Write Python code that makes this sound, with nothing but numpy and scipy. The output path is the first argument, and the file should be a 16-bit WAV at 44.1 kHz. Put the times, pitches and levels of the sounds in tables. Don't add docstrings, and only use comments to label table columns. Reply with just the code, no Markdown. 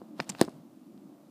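import sys
import numpy as np
from scipy import signal
from scipy.fft import rfft, irfft
from scipy.io import wavfile

SR = 44100
rng = np.random.default_rng(int(sys.argv[2]) if len(sys.argv) > 2 else 0)


def dump_mix(stems):
    frames = np.atleast_2d(stems).T
    limited = np.clip(frames, -1, 1)
    pcm = np.round(limited * 32767).astype(np.int16)
    wavfile.write(sys.argv[1], SR, pcm)


N = 57330
T = np.arange(N) / SR

# freq_hz, density_db_per_hz
HUM_COLOUR = [(30, -61.5), (60, -54), (90, -39), (115, -20.5), (155, -7), (210, 1.5), (310, 4.5),
              (360, -5.5), (425, -20.5), (600, -34.5), (3000, -70.5)]
# time_s, level_db
HUM_LEVEL = [(0, -54), (.12, -50), (.45, -55), (.62, -52), (.78, -55.5), (.92, -51), (1.09, -50),
             (1.18, -54.5), (1.3, -56)]
# freq_hz, density_db_per_hz
UPPER_HUM_COLOUR = [(300, -32), (460, -5), (590, 0), (720, -4.5), (900, -9.5), (1250, -13), (1600, -25.5),
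                    (3000, -44.5)]
# time_s, level_db
UPPER_HUM_LEVEL = [(0, -60), (.12, -62.5), (.55, -62.5), (.76, -67.5), (.9, -67), (1.05, -63.5),
                   (1.15, -65), (1.3, -65)]
# freq_hz, density_db_per_hz
HISS_COLOUR = [(500, -5), (2000, -6), (4200, -7.5), (7000, -9), (15000, -10)]
# freq_hz, density_db_per_hz
ROOM_COLOUR = [(100, 9.5), (300, -3), (700, -3), (1500, -6), (4000, -6.5), (8000, -1.5), (15000, -5)]
# freq_hz, density_db_per_hz
HANDLING_COLOUR = [(30, -43.5), (60, -36), (100, -6.5), (150, 6), (230, -1), (330, -0.5), (450, -19),
                   (900, -29), (3000, -48)]
# time_s, level_db
HANDLING_LEVEL = [(0, -59.5), (.08, -82), (.18, -70), (.32, -55), (.40, -52), (.46, -55), (.51, -76),
                  (.56, -45.5), (.64, -66), (.72, -65.5), (.86, -77), (.94, -55.5), (1.02, -71),
                  (1.3, -74.5)]
# freq_hz, density_db_per_hz
RUB_COLOUR = [(150, -13), (700, 11.5), (2000, 0), (4300, 0), (6500, -8.5), (10000, -10.5), (15000, -15.5)]
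# time_s, level_db
RUB_LEVEL = [(0, -73), (.15, -78.5), (.19, -55), (.225, -53.5), (.255, -66), (.29, -55), (.335, -59.5),
             (.37, -60), (.405, -45.5), (.44, -49.5), (.46, -61.5), (.53, -67), (.65, -78.5)]
# freq_hz, density_db_per_hz
RASP_COLOUR = [(200, -1.5), (900, 0), (1900, -7.5), (2900, -1), (3900, -10.5), (5200, 0), (7500, 2),
               (9500, -4.5), (11000, -17), (15000, -19)]
# start_s, level_db
SLIPS = [(0.2923, -27.5), (.2960, -28.5), (0.2993, -33)]
# start_s, pitch_hz, level_db
TWANGS = [(0.201, 155, -29), (.2940, 199.5, -28.5), (.3100, 195, -39), (0.438, 302, -31.5),
          (.4640, 201, -47)]
# start_s, level_db, brightness_hz
KNOCKS = [(.0170, -0.5, 1030), (0.1953, 6.5, 1500), (.2008, 5.5, 2270), (0.2039, 9, 350), (0.349, -8, 1400),
          (0.3988, -0.5, 800), (0.4139, 28.5, 802), (0.4383, 4.5, 650), (.4792, 3.5, 1200),
          (0.4841, 3.5, 1310)]
# freq_hz, width_hz, level_db
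LOOM_MODES = [(158, 68, -9.5), (235.3, 106, 0), (336, 72, 1), (490, 59, -5), (662, 62, -9), (850, 220, -15),
              (1030, 120, -9), (1400, 330, -27)]
# start_s, level_db, brightness_hz, contact_pitch_hz
CLICKS = [(.2008, 6.5, 4150, 2250), (0.203, -3.5, 5500, 2600), (0.2069, -21, 14900, 5400),
          (0.232, -31.5, 11000, 4500), (.2440, -33.5, 11000, 7000), (0.3056, -19.5, 7000, 3000),
          (.3198, -19.5, 4280, 3400), (.3495, -11.5, 3400, 2700), (0.3862, -22, 6100, 4200),
          (0.3944, -15.5, 5490, 3800), (.4130, 7, 17000, 1770), (0.4222, -6, 4960, 3700),
          (.4245, -9.5, 5500, 3600), (0.4307, -16, 16000, 11000), (0.4495, -20, 14100, 5800),
          (0.4938, -31, 14900, 7000), (.9770, -34.5, 4970, 3900)]
# freq_hz, width_hz, level_db
PEG_MODES = [(573.6, 222, 0), (890, 360, 3.5), (1800, 540, -1.5), (2640, 870, -6), (3620, 800, -4),
             (4904, 600, 1.5), (7000, 390, -5.5), (8070, 910, -5), (10000, 1000, -7), (11690, 400, -11),
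             (13320, 410, -7), (14650, 320, -8)]

HISS_DB = -72.5
ROOM_DB, ROOM_T60_S, ROOM_DELAY_S = -27, 0.36, 0.005
CATCHES_PER_S = 7000
SLIP_RISE_S, SLIP_FALL_S = 0.0012, 0.0018
TWANG_RISE_S, TWANG_T60_S = 0.003, 0.073
GRIT, GRIT_S = 0.48, 0.0021
MODE_SPREAD_DB = 1.5
CONTACT_DB, CONTACT_Q = 1.5, 5.4
LOW_CUT_HZ, CUTOFF_HZ = 131, 15300


def from_db(db):
    return 10 ** (np.asarray(db) / 20)


def rms_one(x):
    return x / np.sqrt(np.mean(x ** 2) + 1e-20)


def level(rows):
    return from_db(np.interp(T, *np.transpose(rows)))


def coloured(x, points):
    freq_hz, density_db = np.transpose(points)
    bins_hz = np.maximum(np.fft.rfftfreq(N, 1 / SR), 1)
    gain_db = np.interp(np.log(bins_hz), np.log(freq_hz), density_db)
    return rms_one(irfft(rfft(x) * from_db(gain_db), N))


def cut(x, cutoff_hz, kind):
    sos = signal.butter(2, min(cutoff_hz, SR * 9 / 20), kind, fs=SR, output="sos")
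    return signal.sosfilt(sos, x + 1e-18)


def resonate(x, freq_hz, width_hz):
    radius = np.exp(-np.pi * width_hz / SR)
    zeros = np.array([1, 0, -1]) * (1 - radius * radius) / 2
    poles = [1, -2 * radius * np.cos(2 * np.pi * freq_hz / SR), radius * radius]
    return signal.lfilter(zeros, poles, x + 1e-18)


def background():
    low, upper, hiss = rng.standard_normal((3, N))
    hum = coloured(low, HUM_COLOUR) * level(HUM_LEVEL)
    upper_hum = coloured(upper, UPPER_HUM_COLOUR) * level(UPPER_HUM_LEVEL)
    return hum + upper_hum + from_db(HISS_DB) * coloured(hiss, HISS_COLOUR)


def room(x):
    decay = from_db(-60 * T / ROOM_T60_S) * (T > ROOM_DELAY_S)
    tail = coloured(rng.standard_normal(N), ROOM_COLOUR) * decay
    tail /= np.linalg.norm(tail)
    return from_db(ROOM_DB) * signal.fftconvolve(x, tail)[:N]


def handling():
    return coloured(rng.standard_normal(N), HANDLING_COLOUR) * level(HANDLING_LEVEL)


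def rubbing():
    grains = (rng.random(N) < CATCHES_PER_S / SR) * rng.standard_normal(N)
    return coloured(grains, RUB_COLOUR) * level(RUB_LEVEL)


def band_rasp():
    catches = (rng.random(N) < CATCHES_PER_S / SR) * rng.choice([-1, 1], N)
    spurts = np.zeros(N)
    for start_s, level_db in SLIPS:
        age_s = T - start_s
        rise = np.clip(age_s / SLIP_RISE_S, 0, 1)
        fall = np.exp(-np.maximum(age_s - SLIP_RISE_S, 0) / SLIP_FALL_S)
        spurts += from_db(level_db) * rise * fall
    return coloured(catches, RASP_COLOUR) * spurts


def band_twangs():
    out = np.zeros(N)
    for start_s, pitch_hz, level_db in TWANGS:
        age_s = np.maximum(T - start_s, 0)
        envelope = from_db(level_db - 60 * age_s / TWANG_T60_S) * np.minimum(age_s / TWANG_RISE_S, 1)
        out += envelope * np.sin(2 * np.pi * pitch_hz * age_s)
    return out


def push(start_s, level_db, brightness_hz, grit):
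    pulse = rng.standard_normal(N) * np.exp(-abs(T - start_s) / GRIT_S) * (T >= start_s)
    pulse *= grit / np.linalg.norm(pulse)
    pulse[int(start_s * SR)] += 1
    for _ in range(2):
        pulse = cut(pulse, brightness_hz, "low")
    return from_db(level_db) * pulse


def strike(pushes, modes, alternate):
    shares = from_db(MODE_SPREAD_DB * rng.standard_normal((len(pushes), len(modes))))
    out = np.zeros(N)
    for k, (freq_hz, width_hz, level_db) in enumerate(modes):
        sign = (-1) ** (k * alternate)
        drive = shares[:, k] @ np.array(pushes)
        out += sign * from_db(level_db) * resonate(drive, freq_hz, width_hz)
    return out


def loom_knocks():
    pushes = [push(start_s, level_db, brightness_hz, 0) for start_s, level_db, brightness_hz in KNOCKS]
    return strike(pushes, LOOM_MODES, alternate=False)


def peg_clicks():
    pushes = []
    for start_s, level_db, brightness_hz, contact_hz in CLICKS:
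        pulse = push(start_s, level_db, brightness_hz, GRIT)
        contact = resonate(pulse, contact_hz, contact_hz / CONTACT_Q)
        pushes.append(pulse + from_db(CONTACT_DB) * contact)
    return strike(pushes, PEG_MODES, alternate=True)


def scene():
    floor = background() + handling()
    contacts = peg_clicks() + loom_knocks()
    bands = band_rasp() + band_twangs() + rubbing()
    craft = cut(contacts + bands, LOW_CUT_HZ, "high")
    return (craft + room(craft) + floor)[None]


def record(dry):
    sos = signal.ellip(10, 0.2, 70, CUTOFF_HZ, fs=SR, output="sos")
    return signal.sosfilt(sos, dry)


dry = scene()
out = record(dry)
dump_mix(out)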